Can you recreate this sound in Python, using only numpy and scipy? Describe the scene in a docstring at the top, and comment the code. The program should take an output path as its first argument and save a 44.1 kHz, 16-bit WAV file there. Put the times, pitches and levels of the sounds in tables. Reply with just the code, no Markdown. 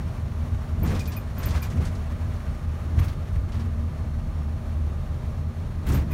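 """A coach on a motorway, heard from inside, near the windscreen: its tyres and wind roar through a booming cabin.
The diesel drones in wavering sine orders beside thin whines; boom, thud and roar are shaped noise.
Boom and thud swell, strongly and faintly; trim rattles as grainy noise and panels knock as ringing bursts.
A loose fitting squeaks very high, stuttering noise ringing its modes over a short chirp.
A phone's microphone rounds the loudest peaks and cuts the extreme treble."""
import sys
import numpy as np
from scipy import signal
from scipy.fft import rfft, irfft
from scipy.io import wavfile
from scipy.ndimage import uniform_filter1d

SR = 44100
rng = np.random.default_rng(int(sys.argv[2]) if len(sys.argv) > 2 else 0)


def transcribe(u):
    """Save the signal u as a 16-bit wav file named by the first command-line argument.

    u: samples, shape (n,) or (channels, n), limited to [-1, 1]; the rate is SR.
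    q: integer samples, one column per channel.
    """
    v = np.clip(np.atleast_2d(u).T, -1, 1)
    q = np.round(v * 32767).astype(np.int16)
    wavfile.write(sys.argv[1], SR, q)


N = 270333
T = np.arange(N) / SR  # s

# The diesel's course. Each row: time in seconds, pitch of the sixth order in Hz, reference level in dB.
ENGINE_COURSE = [(0, 236, -46.5), (.7, 236, -41.5), (1.4, 236, -46.5), (2.0, 234.5, -43), (2.8, 231, -44.5),
                 (3.2, 229, -55.5), (3.6, 228.3, -41.5), (4.4, 228, -42.5), (5.2, 228, -45),
                 (6.13, 228, -44)]
# Orders of the engine's turning. Each row: order [multiple], level over the reference in dB.
ENGINE_ORDERS = [(1, 4), (2, 7.5), (4, -5.5), (6, -2.5)]
# Gears and fans. Each row: mean pitch in Hz, mean level in dB.
WHINES = [(807, -63), (1210, -62.5), (3714, -76), (4258, -74), (4533, -84), (5545, -79.5)]

# Spectrum of the cabin's low boom. 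Each row: frequency in Hz, relative density in dB per Hz.
BOOM_SPECTRUM = [(17, -39), (27, -10), (40, -10), (55, -9.5), (78, 2), (94, -3.5), (108, -12), (135, -12),
                 (160, -26)]
# Spectrum of the body's thud. Each row: frequency in Hz, relative density in dB per Hz.
THUD_SPECTRUM = [(100, -5.5), (130, 1.5), (160, 0), (200, -10), (260, -14), (330, -20.5), (450, -21.5),
                 (560, -27.5)]
# Spectrum of the upper body modes. Each row: frequency in Hz, relative density in dB per Hz.
THUMP_SPECTRUM = [(150, -7), (200, 4), (300, -4.5), (450, -15.5), (700, -18), (1000, -28.5)]
# Spectrum of wind and tread. Each row: frequency in Hz, relative density in dB per Hz.
ROAR_SPECTRUM = [(350, -17), (450, -19), (609, -15), (692, -19), (997, -21.5), (1170, -19.5), (1440, -24.5),
                 (2500, -32.5), (4370, -37.5), (9580, -43), (15800, -51.5)]
# Peaks and dips of the cabin. 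Each row: centre in Hz, width in Hz, gain in dB.
CABIN_MODES = [(632, 61, 4), (1070, 90, 1.5), (4940, 230, -4.5), (7830, 1000, -4.5), (10200, 310, -1.5),
               (10520, 280, -9)]
# Swells of the low boom and thud, strong and faint.
# Each row: start in seconds, hold in seconds, boom in dB, thud in dB.
SWELLS = [(0, 0.0077, -41, -34), (0.525, 0.0083, -22, -42), (0.819, .12, -22, -28),
          (1.044, 0.076, -29.5, -40.5), (1.365, 0.033, -34, -36), (1.476, 0.079, -23.5, -34),
          (1.762, 0.037, -23.5, -29), (2.982, 0.021, -15.5, -30), (3.366, 0.0087, -18.5, -36.5),
          (3.58, 0.074, -26.5, -42), (4.774, 0.075, -27, -43), (5.387, .01, -25.5, -48),
          (5.897, 0.05, -20.5, -27), (5.985, .04, -25.5, -31.5), (6.13, .01, -23, -32)]
SWELL_RISE_DB_S, SWELL_FALL_DB_S = 267, 146
PLAIN_BOOM_DB, BOOM_LUMPS_DB = -29.5, 3  # plain road: level, and spread of its lumps
PLAIN_THUD_DB, THUD_LUMPS_DB = -38.5, 1.5
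LUMPS_PER_S = 25
THUMP_EQUAL_DB, THUMP_GROWTH = -16.5, 1.36  # thump equals thud at this level; its dB per dB of thud
ROAR_DB = -47.5

# Spectrum of shaken trim. Each row: frequency in Hz, relative density in dB per Hz.
TRIM_SPECTRUM = [(350, -15.5), (500, -13), (1000, -9), (2000, -13), (4000, -25.5), (8000, -28),
                 (15800, -38.5)]
# Steady buzz of the trim, easing late on as the coach slows. Each row: time in seconds, level in dB.
TRIM_BUZZ = [(0, -54), (2.1, -50), (2.9, -53), (4.3, -56.5), (5.85, -56.5)]
# Bouts of rattling trim, strong and faint. Each row: start in seconds, hold in seconds, level in dB.
RATTLES = [(0, .01, -48), (0.863, .1, -39.5), (1.094, 0.042, -47), (1.396, 0.043, -42.5), (1.475, 0.1, -40),
           (1.625, 0.05, -44.5), (1.767, 0.033, -44.5), (1.85, 0.015, -43), (2.997, 0.014, -39),
           (3.076, 0.007, -47), (3.346, 0.025, -58), (3.548, 0.051, -48), (5.885, 0.042, -41.5),
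           (5.945, 0.025, -38), (6.13, .01, -44)]
RATTLE_RISE_DB_S, RATTLE_FALL_DB_S = 284, 180

# Slips of the fitting. Each row: start in seconds, shrill peak in dB, shrill centre in Hz,
# middle modes' peak in dB, chirp peak in dB, mean chirp pitch in Hz, length in seconds.
SQUEAKS = [(.17, -67, 13800, -70, -52, 2300, .012), (0.413, -70, 13800, -70, -49, 2310, .012),
           (0.831, -30.5, 13700, -56, -41, 2330, 0.011), (0.91, -47, 13800, -58, -56, 2450, .012),
           (1.002, -48, 14300, -65, -37.5, 2455, 0.017), (1.076, -33.5, 13900, -44, -43, 2440, 0.014),
           (1.164, -34, 13900, -46, -40.5, 2430, 0.014), (1.382, -29.5, 13800, -58, -59, 2430, 0.016),
           (1.457, -28, 13500, -43, -52, 2470, 0.014), (1.619, -31.5, 13800, -41.5, -37, 2400, 0.015),
           (2.99, -40, 14000, -48, -65, 2500, .012), (5.938, -33, 13500, -56, -60, 2400, 0.024),
           (6.111, -39, 14100, -46, -42.5, 2490, 0.02)]
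# The fitting's middle modes. Each row: centre in Hz, width in Hz, relative gain in dB.
MIDDLE_MODES = [(9930, 220, 0), (10600, 340, -2), (11350, 500, 3.5)]
# The fitting's high modes. Each row: centre in Hz, width in Hz, relative gain in dB.
SHRILL_MODES = [(13200, 200, -4), (13450, 200, 0), (13800, 200, -2), (14090, 220, 0), (14350, 250, 0),
                (14750, 250, -5)]
SHRILL_REACH_HZ = 900  # width of the band in which a squeak wakes the high modes
TAIL_T60_S, TAIL_DB = .13, -4

# Panels slapping together. Each row: start in seconds, peak in dB, centre in Hz,
# wideband edge against the ringing body in dB.
KNOCKS = [(.796, -51, 8000, -20), (.863, -42, 7000, -25), (.875, -34, 3960, -13), (.918, -40, 3500, -25),
          (.947, -34, 3500, -12), (.972, -40, 1600, -30), (.992, -32, 4900, -6), (1.054, -36.5, 4300, -14),
          (1.119, -36, 3930, -24), (1.377, -44.5, 3480, -25), (1.415, -44, 1750, -30),
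          (1.43, -32.5, 4600, -16), (1.486, -35, 4500, -20), (1.504, -34.5, 4360, -15),
          (1.507, -38, 940, -30), (1.558, -32.5, 3780, -6), (1.575, -45, 950, -30), (1.627, -33, 4800, -14),
          (1.700, -41, 4480, -25), (1.754, -49, 9000, -12), (1.770, -47, 4000, -10),
          (1.805, -43.5, 3980, -10), (1.851, -34.5, 4740, -21), (1.865, -47, 5750, -28),
          (1.950, -41.5, 4500, -22), (2.36, -48, 4000, -4.5), (2.541, -53, 5000, -7),
          (2.992, -40, 3100, -6), (3.011, -54, 1570, -20), (3.042, -37, 4000, 9), (3.081, -37, 3100, -3),
          (3.325, -51, 9000, -5), (3.519, -42, 3500, -22), (3.55, -47, 3500, -20), (3.596, -42, 3500, -18),
          (5.866, -33.5, 2000, 2), (5.886, -31, 4000, 13), (5.919, -33, 6100, -10), (5.944, -36, 4000, -3),
          (5.970, -37, 3000, 5), (5.995, -45, 3000, -7)]
KNOCK_T60_S, WIDE_FROM_HZ = .19, 2400

CEILING, TOP_HZ = .45, 15850  # the microphone input: rounding limit [full scale], treble cut


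def undb(db):
    """Decibels to amplitude."""
    return 10 ** (np.asarray(db) / 20)


def level(x, db):
    """Sets the RMS level."""
    return x * undb(db) / np.sqrt(np.mean(x ** 2))


def peak(x, db):
    """Sets the peak level."""
    return x * undb(db) / np.max(np.abs(x))


def fade(t, t60):
    """Exponential decay by 60 dB in t60 seconds."""
    return np.exp(-np.log(1000) * t / t60)


def smooth_twice(x, size):
    """Two running means, one after the other."""
    return uniform_filter1d(uniform_filter1d(x, size), size)


def even(x, s):
    """Divides out level swings slower than about s seconds, leaving RMS near 1."""
    return x / np.sqrt(smooth_twice(x ** 2, int(s * SR)))


def walk(rate):
    """Random levels held 1 / rate s and slewed twice; spread near 1."""
    hold = int(SR / rate)
    steps = np.repeat(rng.standard_normal(N // hold + 1), hold)
    return 1.3 * smooth_twice(steps, hold)[:N]


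def colour(x, points, modes=()):
    """Weights x by a spectrum and bell-shaped peaks or dips; all but silent outside the spectrum."""
    hz = np.fft.rfftfreq(len(x), 1 / SR) + 1e-3  # keeps the logarithm finite at zero
    point_hz, point_db = np.transpose(points)
    db = np.interp(np.log(hz), np.log(point_hz), point_db, -120, -120)
    for centre, width, gain in modes:
        db = db + gain * np.exp(-.5 * ((hz - centre) / width * 2) ** 2)
    return irfft(rfft(x) * undb(db), len(x))


def ring(x, hz, width_hz):
    """One resonance, gain 1 at its centre."""
    b, a = signal.iirpeak(hz, hz / width_hz, SR)
    return signal.lfilter(b, a, x)


def add(out, s, x):
    """Mixes x in from s seconds, cut at the end."""
    i = int(s * SR)
    out[i:i + len(x)] += x[:N - i]


def bouts(steady_db, starts, holds, peaks_db, rise, fall):
    """Adds the power of bouts to a steady level: each climbs, holds and dies away (dB per s)."""
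    power = undb(2 * steady_db)
    for s, hold, db in zip(starts, holds, peaks_db):
        before = np.maximum(s - T, 0)
        after = np.maximum(T - s - hold, 0)
        power = power + undb(2 * (db - rise * before - fall * after))
    return 10 * np.log10(power)


def engine(sixth_hz, db):
    """Engine orders that waver with load, and thin gear and fan whines, all as sines."""
    turn = 2 * np.pi * np.cumsum(sixth_hz / 6) / SR
    out = np.zeros(N)
    for order, gain in ENGINE_ORDERS:
        strength = undb(db + gain + 2.2 * walk(8))
        out += strength * np.sin(int(order) * turn + .4 * walk(6))
    for hz, whine_db in WHINES:
        strength = undb(whine_db + 2 * walk(5.08))
        out += strength * np.sin(2 * np.pi * np.cumsum(hz * (1 + .003 * walk(3))) / SR)
    return np.sqrt(2) * out  # the levels are RMS


def road(boom_db, thud_db):
    """Tyres shake the floor into cabin boom and body thud; wind and tread roar with a slight flutter."""
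    boom = undb(boom_db) * even(colour(rng.standard_normal(N), BOOM_SPECTRUM), .1)
    thud = undb(thud_db) * even(colour(rng.standard_normal(N), THUD_SPECTRUM), .12)
    # hard thuds wake the upper body modes more than in proportion
    thump_db = thud_db + (THUMP_GROWTH - 1) * (thud_db - THUMP_EQUAL_DB)
    thump = undb(thump_db) * even(colour(rng.standard_normal(N), THUMP_SPECTRUM), .01)
    flutter = undb(.33 * walk(1.76) + .96 * walk(14))
    roar = colour(flutter * rng.standard_normal(N), ROAR_SPECTRUM, CABIN_MODES)
    return boom + thud + thump + level(roar, ROAR_DB)


def shaken_trim(trim_db):
    """Dense small impacts all over the trim, as noise with a fast uneven level."""
    grains = rng.standard_normal(N) * undb(2.4 * walk(70))
    return undb(trim_db) * even(colour(grains, TRIM_SPECTRUM, CABIN_MODES), .084)


def squeaks():
    """A stuttering slip rings the fitting and chirps with its octave; the cabin draws each one out."""
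    near, t = np.zeros(N), T[:SR // 10]
    chance = rng.standard_normal((len(SQUEAKS), 3, len(t)))
    for row, (rub, size, drift) in zip(SQUEAKS, chance):
        s, shrill_db, shrill_hz, middle_db, chirp_db, chirp_hz, length = row
        shape = np.exp(-(t / length) ** 2)
        slip = rub * undb(29 * uniform_filter1d(size, size=60)) * shape  # stutters within about 1.4 ms
        band = ring(slip, shrill_hz, SHRILL_REACH_HZ)
        shrill = sum(undb(g) * ring(band, f, w) for f, w, g in SHRILL_MODES)
        middle = sum(undb(g) * ring(ring(slip, f, w), f, w) for f, w, g in MIDDLE_MODES)
        pitch = chirp_hz * (1 + .15 * uniform_filter1d(drift, size=200))
        phase = 2 * np.pi * np.cumsum(pitch) / SR
        chirp = np.sin(phase) + undb(-13) * np.sin(2 * phase)
        chirp = chirp * shape * (1 - fade(t, .03)) * undb(24 * uniform_filter1d(size, size=150))
        add(near, s, peak(shrill, shrill_db) + peak(middle, middle_db) + peak(chirp, chirp_db))
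    t = T[:SR // 3]
    echoes = rng.standard_normal(len(t)) * fade(t, TAIL_T60_S)
    echoes = echoes / np.sqrt(np.sum(echoes ** 2))
    return near + undb(TAIL_DB) * signal.fftconvolve(near, echoes)[:N]


def knocks():
    """Panels slap together: a crack, then a noisy tail around each panel's own colour."""
    out, t = np.zeros(N), T[:SR // 4]
    envelope = (1 - fade(t, .01)) * (.48 * fade(t, .031) + fade(t, KNOCK_T60_S))
    chance = rng.standard_normal((len(KNOCKS), len(t)))
    for (s, db, hz, edge_db), noise in zip(KNOCKS, chance):
        width = hz * min(hz / WIDE_FROM_HZ, 1) * 1.22  # low panels ring more clearly
        body = level(ring(ring(noise, hz, width), hz, width), 0)
        add(out, s, peak((body + level(noise, edge_db)) * envelope, db))
    return out


def scene():
    """Sets the course of engine, road and trim, and mixes every source in the cabin."""
    times, course_hz, course_db = np.transpose(ENGINE_COURSE)
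    sixth_hz = np.interp(T, times, course_hz)
    drone_db = np.interp(T, times, course_db)
    starts, holds, boom_peaks, thud_peaks = np.transpose(SWELLS)
    lumps = walk(LUMPS_PER_S)  # the road surface is never even,
    lumps = lumps - uniform_filter1d(lumps, size=SR // 6)  # but its lumps average out
    plain_boom = PLAIN_BOOM_DB + BOOM_LUMPS_DB * lumps
    plain_thud = PLAIN_THUD_DB + THUD_LUMPS_DB * lumps
    boom_db = bouts(plain_boom, starts, holds, boom_peaks, SWELL_RISE_DB_S, SWELL_FALL_DB_S)
    thud_db = bouts(plain_thud, starts, holds, thud_peaks, SWELL_RISE_DB_S, SWELL_FALL_DB_S)
    buzz_db = np.interp(T, *np.transpose(TRIM_BUZZ))
    trim_db = bouts(buzz_db, *np.transpose(RATTLES), RATTLE_RISE_DB_S, RATTLE_FALL_DB_S)
    vehicle = engine(sixth_hz, drone_db) + road(boom_db, thud_db)
    loose_parts = shaken_trim(trim_db) + knocks() + squeaks()
    return (vehicle + loose_parts)[None]


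def record(dry):
    """The phone's microphone input rounds the loudest peaks and cuts the top."""
    rounded = CEILING * np.tanh(dry / CEILING)
    treble_cut = signal.ellip(12, .2, 80, TOP_HZ, fs=SR, output="sos")
    return signal.sosfilt(treble_cut, rounded)


dry = scene()
out = record(dry)
transcribe(out)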